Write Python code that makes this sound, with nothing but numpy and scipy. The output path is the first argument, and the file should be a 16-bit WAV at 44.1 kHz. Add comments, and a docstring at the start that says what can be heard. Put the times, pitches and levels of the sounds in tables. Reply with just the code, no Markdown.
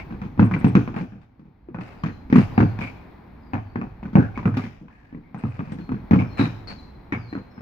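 """A fenced garden in stereo: a hush with distant traffic lies under the scene from the start, as band-shaped noise.
Close by, soles skid over a hollow timber deck (grain noise with a narrow squeak) as two runners sprint and turn.
Then come footfalls and a lighter contact: each slaps a board, booms it and shakes the joists (decaying sines).
Trouser legs soon swish between the steps (high, narrow-band grains), and fence, wall and shrubs echo it all.
From about two seconds a small bird whistles far off in the trees: short, sinking, wavering sines, mostly echo."""
import sys
import numpy as np
from scipy import signal
from scipy.fft import rfft, irfft, next_fast_len
from scipy.io import wavfile
from scipy.ndimage import uniform_filter1d

SR = 44100
rng = np.random.default_rng(int(sys.argv[2]) if len(sys.argv) > 2 else 0)


def to_wav(sig):
    """Store sig (one row per channel, or 1-D mono) as 16-bit WAV at the path in sys.argv[1].

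    Samples outside -1..1 are clipped; the rate is SR.
    """
    pcm = np.clip(np.atleast_2d(sig), -1, 1) * 32767
    pcm = np.round(pcm).astype(np.int16)
    wavfile.write(sys.argv[1], SR, pcm.T)  # frames by channels


N = 335975
TIME = np.arange(N) / SR
AGE = np.arange(16384) / SR   # time since onset (s); each single contact or whistle is cut off where it ends

# level of the airy hush, which dips and recovers: [t/s, level/dB before HUSH_DB]
AIR_LEVEL = [(0.0, -48), (0.44, -54), (0.59, -45), (0.8, -48), (1.23, -67), (1.72, -65), (1.89, -52),
             (2.33, -55), (2.54, -43.5), (3.29, -54), (3.97, -55.5), (4.5, -51), (4.69, -65), (4.9, -64),
             (6.41, -47), (6.83, -53.5), (7.62, -54.5)]
# level of the low rumble, which dips and recovers: [t/s, level/dB before RUMBLE_DB]
LOW_RUMBLE_LEVEL = [(0.0, -47), (0.87, -47), (1.17, -62.5), (1.53, -62), (2.61, -42.5), (3.07, -54.5),
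                    (4.48, -49), (4.94, -61.5), (6.2, -46), (7.62, -57.5)]
# spectrum of the hush: [f/Hz, relative level/dB]
HUSH_SPECTRUM = [(20, -19), (50, -6), (110, -9.5), (170, -4.5), (260, 1), (450, -12), (620, -16.5),
                 (870, -12.5), (1300, -21.5), (2300, -25.5), (2900, -38), (4300, -38.5), (7500, -65),
                 (10000, -61), (13000, -50.5), (16000, -53)]
HUSH_DB, RUMBLE_DB = 3.5, 7.5   # gains

# soles sliding over the grooves:
# [t/s, nominal length/s, level/dB, squeak f/Hz, squeak level over scrape/dB]
SOLE_SCUFFS = [(-.01, 0.032, -36, 2220, 2), (0.535, 0.021, -30, 2300, 7.5), (0.962, 0.07, -40.5, 2300, -14),
               (1.214, .04, -58, 3600, -18), (1.804, 0.16, -45.5, 2440, -11),
               (2.361, 0.073, -30, 2520, -19), (2.808, 0.074, -32.5, 2270, 2.5),
               (4.191, 0.069, -34, 1510, 14), (4.35, 0.053, -44.5, 2260, 8), (4.568, 0.036, -34, 1180, 0),
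               (4.606, 0.063, -40.5, 2050, -5), (4.666, .11, -53.5, 1850, -8),
               (4.902, 0.21, -56.5, 1670, 0), (5.232, 0.082, -63.5, 2140, 19),
               (5.386, 0.45, -49, 2340, -29), (6.188, 0.041, -33, 2280, 7),
               (6.373, 0.033, -34.5, 2230, -11), (6.386, 0.067, -29, 3870, -7.5),
               (6.673, 0.023, -36.5, 4400, 3.5), (6.696, 0.031, -37, 4360, -5.5),
               (7.122, 0.038, -31, 2220, 32)]
# spectrum of rubber on the ribs: [f/Hz, relative level/dB]
SCRAPE_SPECTRUM = [(200, 2), (500, 6), (1100, 4), (1800, 0), (2500, 1), (3300, -18), (4600, -15.5),
                   (6500, -30), (8000, -33.5), (16000, -43)]
# course of one scuff: [t/nominal length, gain]
SCUFF_STROKE = [(0, 1.0), (.12, 0.95), (.55, 0.8), (1.5, 0.05)]

# decay of the garden's echo by 60 dB: [f/Hz, t/s]
GARDEN_DECAY = [(200, 0.65), (1000, 0.69), (2500, 0.7), (5000, 0.65), (12000, 0.59)]
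# spectrum of the echo: [f/Hz, level/dB]
GARDEN_SPECTRUM = [(100, -11.5), (300, -17.5), (600, 1), (1000, -8.5), (2500, -4), (5000, 3), (12000, 1)]

# one row per footstep or other light contact with the deck, such as a ball set down;
# the nearer a joist it lands, the larger the joist share;
# twist is 0 for a straight stride and 1 for a foot that grinds round in a turn:
# [t/s, board level/dB before the boom's 1 dB gain, board f/Hz at the heel, joist level over board level/dB,
#  sole slap level/dB, twist 0-1, side -1 right to 1 left (held there beyond), heel to toe t/s,
#  toe level minus heel level/dB]
DECK_CONTACTS = [(0.107, -34.5, 224, -9.5, -47, 0.5, 0.56, .017, 0),
                 (0.216, -30.5, 191, -11.5, -41, 0.56, 0.58, .02, -4),
                 (0.376, -30, 238, 0, -45.5, 0.25, 0.53, .012, -6),
                 (0.394, -10, 213, -10, -24, 0.23, 0.54, .033, -6.5),
                 (0.512, -23, 185, -21.5, -32, 0.27, -0.06, .027, 2.5),
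                 (0.611, -30, 240, -13, -41.5, 0.5, 0.46, .02, -16.5),
                 (0.644, -11, 211, -14.5, -28.5, 0.55, 0.59, .028, -13.5),
                 (0.752, -10, 190, -16.5, -24, 0.58, 0.35, .038, -17.5),
                 (0.876, -28, 232, -22, -37, 0.3, 0.49, .02, -31),
                 (0.942, -34, 215, -18, -40, 0.37, 0.79, .021, 8),
                 (1.009, -26, 170, -14.5, -53, 1, 0.47, .02, -16),
                 (1.121, -40, 201, -15, -57, .4, 0.25, .035, -4),
                 (1.394, -44, 200, -21, -65, .8, .5, .06, -3),
                 (1.686, -37.5, 344, -33, -57, 0, 0.47, .02, -18),
                 (1.745, -31, 189, -10, -39, 0.12, 0.24, .041, -0.5),
                 (2.036, -22, 167.6, -18.5, -32.5, 0.61, 0.5, .025, -4.5),
                 (2.3, -30.5, 234, -27.5, -43.5, 0.7, -1.37, .015, -3.5),
                 (2.326, -11, 256, -15.5, -26.5, 0.5, 0.43, .031, 3),
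                 (2.578, -12, 226, -10, -23, 0.25, 0.59, .025, -0.5),
                 (2.789, -29.5, 195, -13.5, -37, 0.74, 0.12, .023, -3.5),
                 (3.534, -25.5, 264, -5.5, -28.5, 0.12, 0.73, .02, -9.5),
                 (3.757, -25.5, 239, -14, -33, 0, 0.48, .057, -1.5),
                 (4.029, -33, 203, -12.5, -44, 0.46, 0.12, .025, -0.5),
                 (4.131, -30, 202, -12, -50.5, 0.87, 0.55, .012, -15),
                 (4.154, -7.5, 190, -17, -22.5, 0.01, 0.76, .026, -11.5),
                 (4.375, -28.5, 233, -7.5, -33.5, 0.4, 0.12, .054, -11),
                 (4.455, -14.5, 185, -9, -27.5, 0.08, -0.79, .03, -27),
                 (4.541, -33, 172, -8, -40, .5, 0.37, 0.023, -6),
                 (4.57, -21.5, 247, -15.5, -34, 1, -0.32, .068, -9.5),
                 (4.813, -41, 193, -14.5, -66, 0, .3, .02, -3),
                 (4.882, -56, 198, -13, -52, 0.3, 1, .02, -11),
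                 (5.126, -38.5, 260.4, -17.5, -54.5, 0.2, 0.45, .021, 2.5),
                 (5.345, -31.5, 179, -18, -41.5, 0.3, 0.23, .03, -7.5),
                 (5.437, -23.5, 217, -5.5, -38, 0, 0.23, .02, -24),
                 (5.592, -26, 165, -28, -38, 0.27, 0.7, .082, -12),
                 (5.72, -29, 197.6, -15, -44, 0.89, 0.76, .066, -4),
                 (5.891, -28.5, 256, -13.5, -41.5, 0.3, 0.56, .027, 4.5),
                 (6.11, -11.5, 226, -13.5, -26.5, 0.38, 0.69, .023, 0),
                 (6.2, -23.5, 182, -14.5, -33.5, .3, 0.82, .02, -4),
                 (6.394, -17, 266, -10, -28.5, 0.45, 0.46, .018, -1),
                 (6.455, -27.5, 164, -23, -35, 0.76, -0.63, .02, -14),
                 (6.704, -40.5, 206, -29, -45.5, 1, 0.87, .02, -4.5),
                 (7.123, -25, 292, -9.5, -29, 0.37, -0.86, .025, -9),
                 (7.327, -30.5, 300, -18.5, -41, 0.2, 0.45, .025, 3.5),
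                 (7.578, -38, 238, -7, -49, 0.15, 0.43, .03, 2)]
# spectrum of a sole slapping timber, before the tilt: [f/Hz, relative level/dB]
SLAP_SPECTRUM = [(150, -29.5), (300, 2), (450, 3.5), (600, 4.5), (900, 7.5), (1600, 1), (2000, -3.5),
                 (2500, -1.5), (3100, -22.5), (4000, -52), (8000, -52)]
# spectrum of the grit under the sole: [f/Hz, relative level/dB]
GRIT_SPECTRUM = [(1500, -39), (3000, 4.5), (4300, -1), (5500, -8), (6700, -13.5), (7800, -31.5),
                 (11000, -23), (16000, -24)]
# modes of the frame below the boards, before a random detuning: [f/Hz, relative level/dB]
JOIST_MODES = [(66, -39.5), (98, -6), (108, -0.5), (124, -6.5)]
# the toe lands on a board already loaded, so it sounds lower; then the board springs back, weaker and lower again
TOE_PITCH_RATIO, TOE_SLAP_DB = 0.959, -1
TOE_SLAP_FOLLOWS = 0.93   # share of the toe-minus-heel level that the slap takes on
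REBOUND_S, REBOUND_DB, REBOUND_SLAP_DB, REBOUND_PITCH_RATIO = .025, -8, -7, .84
GRIT_DB, TWIST_GRIT_DB = -32, 19   # grit against the slap in a straight stride; what a full twist adds
SLAP_TILT_DB, TWIST_TILT_DB = -1.5, 6.5   # slope of the slap per octave; what a full twist adds
KNOCK_LOW_HZ, KNOCK_HIGH_HZ = 700, 2040   # every blow draws its knock from this range
MICROPHONE_SPAN_S = 0.00043   # time for sound to pass from one microphone to the other

# trouser legs brushing past each other: [t/s, level/dB before the stroke]
TROUSER_SWISHES = [(0.444, -57.5), (0.586, -60), (0.67, -56), (4.185, -71), (4.47, -63), (5.379, -65),
                   (5.49, -72), (5.72, -61)]
# course of one swish: [t/s, gain]
SWISH_STROKE = [(0, 0.29), (.012, 0.49), (.035, 0.036), (.1, 0.03)]
SWISH_HZ = 8360

# bird in the trees: [t/s, length/s, first f/Hz, time constant of the fall/s, level/dB before direct and echo gains]
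BIRD_WHISTLES = [(1.98, 0.039, 4880, 0.18, -69), (2.072, 0.1, 4320, 0.084, -62),
                 (2.52, 0.1, 4820, 0.31, -60.5), (2.632, 0.1, 4360, .12, -62.5),
                 (3.393, 0.11, 4980, .3, -77), (3.636, .12, 4600, 0.47, -72.5),
                 (5.794, 0.068, 4330, 0.12, -57), (6.244, 0.038, 5570, .24, -73),
                 (6.291, 0.12, 4290, .15, -53), (6.773, 0.045, 4150, 0.062, -49.5),
                 (7.166, 0.12, 5040, 0.1, -63.5), (7.273, 0.065, 4225, 0.095, -50),
                 (7.499, 0.09, 5460, 0.28, -72.5)]
REST_HZ = 3900   # every whistle sinks towards this pitch
FLUTTER_DB = 2.5   # rms depth of the bird's flutter

# difference between the two microphones: [f/Hz, left minus right level/dB]
MICROPHONE_DIFFERENCE = [(100, -1.5), (300, 1), (700, 2), (1200, 1), (2500, 5.5), (5000, 5), (8000, 14.5),
                         (14000, 4)]
CUTOFF_HZ = 15700


def from_db(db):
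    """Decibels to gain."""
    return 10 ** (np.asarray(db) / 20)


def rms_one(x, first_s=None):
    """Scale to rms 1, over the whole sound or over its start."""
    part = x if first_s is None else x[..., :int(first_s * SR)]
    return x / np.sqrt(np.mean(part ** 2) + 1e-20)


def at_hz(points, hz):
    """Read a table on a log-frequency axis."""
    f, value = np.transpose(points)
    return np.interp(np.log(np.maximum(hz, 1)), np.log(f), value)


def fade(age, t60):
    """Exponential decay that starts at age 0 and falls 60 dB in t60 seconds."""
    return (age >= 0) * np.exp(-np.log(1000) * np.maximum(age, 0) / t60)


def coloured(x, spectrum):
    """Causal (minimum-phase) filter with the given spectrum."""
    size = 2 * next_fast_len(x.shape[-1] // 2 + 1024)
    level_db = at_hz(spectrum, np.fft.rfftfreq(size, 1 / SR))
    cepstrum = irfft(np.log(from_db(level_db)))
    # folding the cepstrum onto positive times makes the phase minimal
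    cepstrum[1:size // 2] *= 2
    cepstrum[size // 2 + 1:] = 0
    response = np.exp(rfft(cepstrum))
    return irfft(rfft(x, size) * response)[..., :x.shape[-1]]


def resonance(x, hz, width_hz):
    """Two-pole band-pass, gain 1 on top."""
    r = np.exp(-np.pi * width_hz / SR)
    zeros = np.array([1, 0, -1]) * (1 - r * r) / 2
    poles = [1, -2 * r * np.cos(2 * np.pi * hz / SR), r * r]
    return signal.lfilter(zeros, poles, x)


def add(track, s, sound):
    """Mix a sound into the track at time s, cutting what lies outside it."""
    start = round(s * SR)
    sound = sound[..., max(-start, 0):max(N - start, 0)]
    start = max(start, 0)
    track[..., start:start + sound.shape[-1]] += sound


def grains(size, spread_db):
    """Stereo train of tiny contacts (32 samples each) of very uneven strength."""
    strength = from_db(spread_db * np.clip(rng.standard_normal(size // 32 + 1), -2, 2))
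    noise = rng.standard_normal((2, size))
    return rms_one(noise * np.repeat(strength, 32)[:size])


def hush():
    """Distant air and traffic: the rumble is alike at both microphones, the air above it only partly."""
    noise = coloured(rng.standard_normal((3, N)), HUSH_SPECTRUM)
    shared = noise[2]
    low_pass = signal.butter(2, 110, fs=SR, output="sos")
    high_pass = signal.butter(2, 330, "high", fs=SR, output="sos")
    rumble = rms_one(signal.sosfilt(low_pass, shared))
    air = rms_one(signal.sosfilt(high_pass, noise[:2] + 0.78 * shared))
    air_db = np.interp(TIME, *np.transpose(AIR_LEVEL))
    rumble_db = np.interp(TIME, *np.transpose(LOW_RUMBLE_LEVEL))
    return from_db(HUSH_DB + air_db) * air + from_db(RUMBLE_DB + rumble_db) * rumble


def scuffs():
    """Rubber skids over the ribs of the boards; stick and slip adds a narrow squeak."""
    out = np.zeros((2, N))
    stroke_at, stroke_gain = np.transpose(SCUFF_STROKE)
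    for s, length, level_db, squeak_hz, squeak_db in SOLE_SCUFFS:
        rub = grains(len(AGE), spread_db=5)
        stroke = np.interp(AGE / length, stroke_at, stroke_gain, right=0)
        scrape = rms_one(coloured(rub, SCRAPE_SPECTRUM))
        squeak = rms_one(resonance(resonance(rub, squeak_hz, width_hz=250), squeak_hz, width_hz=250))
        skid = rms_one(scrape + from_db(squeak_db) * squeak)
        add(out, s, from_db(level_db) * stroke * skid)
    return out


def garden(x, build_s):
    """Fence, house wall and shrubs scatter the sound into a tail that dies band by band."""
    age = np.arange(SR) / SR
    white, tail = rng.standard_normal((2, SR)), 0
    edges = np.geomspace(60, 17000, 9)
    for low, high in zip(edges, edges[1:]):
        band = signal.sosfilt(signal.butter(2, [low, high], "band", fs=SR, output="sos"), white)
        tail = tail + band * fade(age, at_hz(GARDEN_DECAY, np.sqrt(low * high)))
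    tail = rms_one(tail * (1 - np.exp(-age / build_s))) / np.sqrt(SR)
    return signal.fftconvolve(x, coloured(tail, GARDEN_SPECTRUM), axes=-1)[:, :N]


def board(hz, t60, neighbour_t60, neighbour_db, spread_s, overtone_db, count=12):
    """The struck board booms; the bending wave reaches its neighbours a little later and they beat with it."""
    own = rms_one(-np.sin(2 * np.pi * hz * AGE) * fade(AGE, t60), 0.021)
    pitches = np.geomspace(135, 490, count) * np.exp(0.0502 * rng.standard_normal(count))
    # the higher bending modes are weaker
    weights = from_db(at_hz([(290, 0.0022), (360, overtone_db)], pitches))
    signs = rng.choice([-1, 1], count)
    age = AGE - rng.uniform(0.001, spread_s, (count, 1))
    modes = np.sin(2 * np.pi * pitches[:, None] * age) * fade(age, neighbour_t60)
    neighbours = rms_one((weights * signs) @ modes, 0.04)
    boom = own + from_db(neighbour_db) * neighbours
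    # air slips through the gaps between boards, so the deepest part hardly radiates; the soft sole rounds the top
    radiated = signal.butter(2, [90, 750], "band", fs=SR, output="sos")
    return rms_one(signal.sosfilt(radiated, boom), 0.015)


def joists(t60, rise_s):
    """The frame and the hollow under it answer late and ring low."""
    hz, level_db = np.transpose(JOIST_MODES)
    hz = hz * np.exp(0.044 * rng.standard_normal(len(hz)))
    weights = from_db(level_db) * rng.choice([-1, 1], len(hz))
    ring = weights @ np.sin(2 * np.pi * hz[:, None] * AGE)
    return rms_one(ring * fade(AGE, t60) * (1 - np.exp(-AGE / rise_s)), 0.077)


def contact(spectrum, crack_t60, settle_db, settle_t60, rough_db):
    """A sole hits with a short crack, then rolls flat in a rattle of small contacts."""
    burst = rng.standard_normal(len(AGE)) * fade(AGE, crack_t60)
    crack = rms_one(coloured(burst, spectrum), 0.006)
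    rattle = grains(len(AGE), rough_db) * fade(AGE, settle_t60)
    settle = rms_one(coloured(rattle, spectrum), 0.12)
    return crack + from_db(settle_db) * settle


def from_the_side(sound, side):
    """The sound reaches the nearer microphone first."""
    delays = MICROPHONE_SPAN_S * np.clip([-side, side], 0, 1)   # left, right
    return np.array([np.interp(AGE - delay, AGE, x, left=0) for delay, x in zip(delays, sound)])


def blow(board_db, board_hz, slap_db, joist_share_db, twist, side):
    """One blow drives board, joists and sole; a twisting foot gives a brighter slap and grinds more grit."""
    boom = from_db(board_db + 1) * board(
        board_hz, t60=0.079, neighbour_t60=0.14, neighbour_db=-5, spread_s=.03, overtone_db=-11.5)
    shake = from_db(board_db + joist_share_db) * joists(t60=0.52, rise_s=0.0062)
    tilt_db = SLAP_TILT_DB + TWIST_TILT_DB * twist
    # the tilt acts from 600 to 2500 Hz and stays level beyond
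    colour = [(hz, db + tilt_db * np.log2(np.clip(hz, 600, 2500) / 1200)) for hz, db in SLAP_SPECTRUM]
    slap = contact(colour, crack_t60=.017, settle_db=-11, settle_t60=.17, rough_db=6)
    knock_hz = KNOCK_LOW_HZ * (KNOCK_HIGH_HZ / KNOCK_LOW_HZ) ** rng.random()
    knock = rms_one(resonance(slap, knock_hz, width_hz=160), 0.012)
    grit = contact(GRIT_SPECTRUM, crack_t60=.02, settle_db=-7, settle_t60=.16, rough_db=6)
    grit_db = GRIT_DB + TWIST_GRIT_DB * twist
    sole = from_db(slap_db) * (slap + from_db(-6.5) * knock + from_db(grit_db) * grit)
    return shake + from_the_side(boom + sole, side)


def deck_contacts():
    """A step is three blows: heel, toe, and the board springing back; other contacts use the same three."""
    out = np.zeros((2, N))
    for s, board_db, hz, joist_share_db, slap_db, twist, side, roll_s, toe_db in DECK_CONTACTS:
        footing = joist_share_db, twist, side
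        toe_board_db = board_db + toe_db
        toe_slap_db = slap_db + TOE_SLAP_DB + TOE_SLAP_FOLLOWS * toe_db
        heel = blow(board_db, hz, slap_db, *footing)
        toe = blow(toe_board_db, hz * TOE_PITCH_RATIO, toe_slap_db, *footing)
        rebound = blow(toe_board_db + REBOUND_DB, hz * REBOUND_PITCH_RATIO,
                       toe_slap_db + REBOUND_SLAP_DB, *footing)
        add(out, s, heel)
        add(out, s + roll_s, toe)
        add(out, s + roll_s + REBOUND_S, rebound)
    return out


def swishes():
    """The weave of the cloth zips briefly at a high pitch."""
    out = np.zeros((2, N))
    stroke = np.interp(AGE, *np.transpose(SWISH_STROKE), right=0)
    for s, level_db in TROUSER_SWISHES:
        rub = grains(len(AGE), spread_db=4)
        threads = resonance(resonance(rub, SWISH_HZ, width_hz=1500), SWISH_HZ, width_hz=1500)
        add(out, s, from_db(level_db) * stroke * rms_one(threads))
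    return out


def bird():
    """Thin whistles sink exponentially in pitch, with a slight waver of pitch and flutter of level."""
    out = np.zeros((2, N))
    for s, length, first_hz, sag_s, level_db in BIRD_WHISTLES:
        along = np.clip(AGE / length, 0, 1)
        waver, flutter = rms_one(uniform_filter1d(rng.standard_normal((2, len(AGE))), size=200))
        sinking_hz = REST_HZ + (first_hz - REST_HZ) * np.exp(-AGE / sag_s)
        hz = sinking_hz * (1 + 0.006 * waver)
        swell = np.sqrt(np.abs(np.sin(np.pi * along))) * from_db(level_db + FLUTTER_DB * flutter)
        add(out, s, swell * np.sin(2 * np.pi * np.cumsum(hz) / SR))
    return out


def scene():
    """The deck near the microphones, the bird far off and mostly echo, the hush around them."""
    deck = deck_contacts() + scuffs() + swishes()
    song = bird()
    echoes = garden(from_db(-7) * deck + from_db(5) * song, build_s=0.0043)
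    return deck + from_db(-5) * song + echoes + hush()


def record(dry):
    """The left microphone is the brighter one; peaks are clipped and the top is cut."""
    left, right = (
        coloured(x, [(hz, sign * db / 2) for hz, db in MICROPHONE_DIFFERENCE])
        for x, sign in zip(dry, (1, -1)))
    clipped = np.clip(np.array([left, right]), -1, 1)
    low_pass = signal.ellip(10, .1, 80, CUTOFF_HZ, fs=SR, output="sos")
    return signal.sosfilt(low_pass, clipped)


dry = scene()
out = record(dry)
to_wav(out)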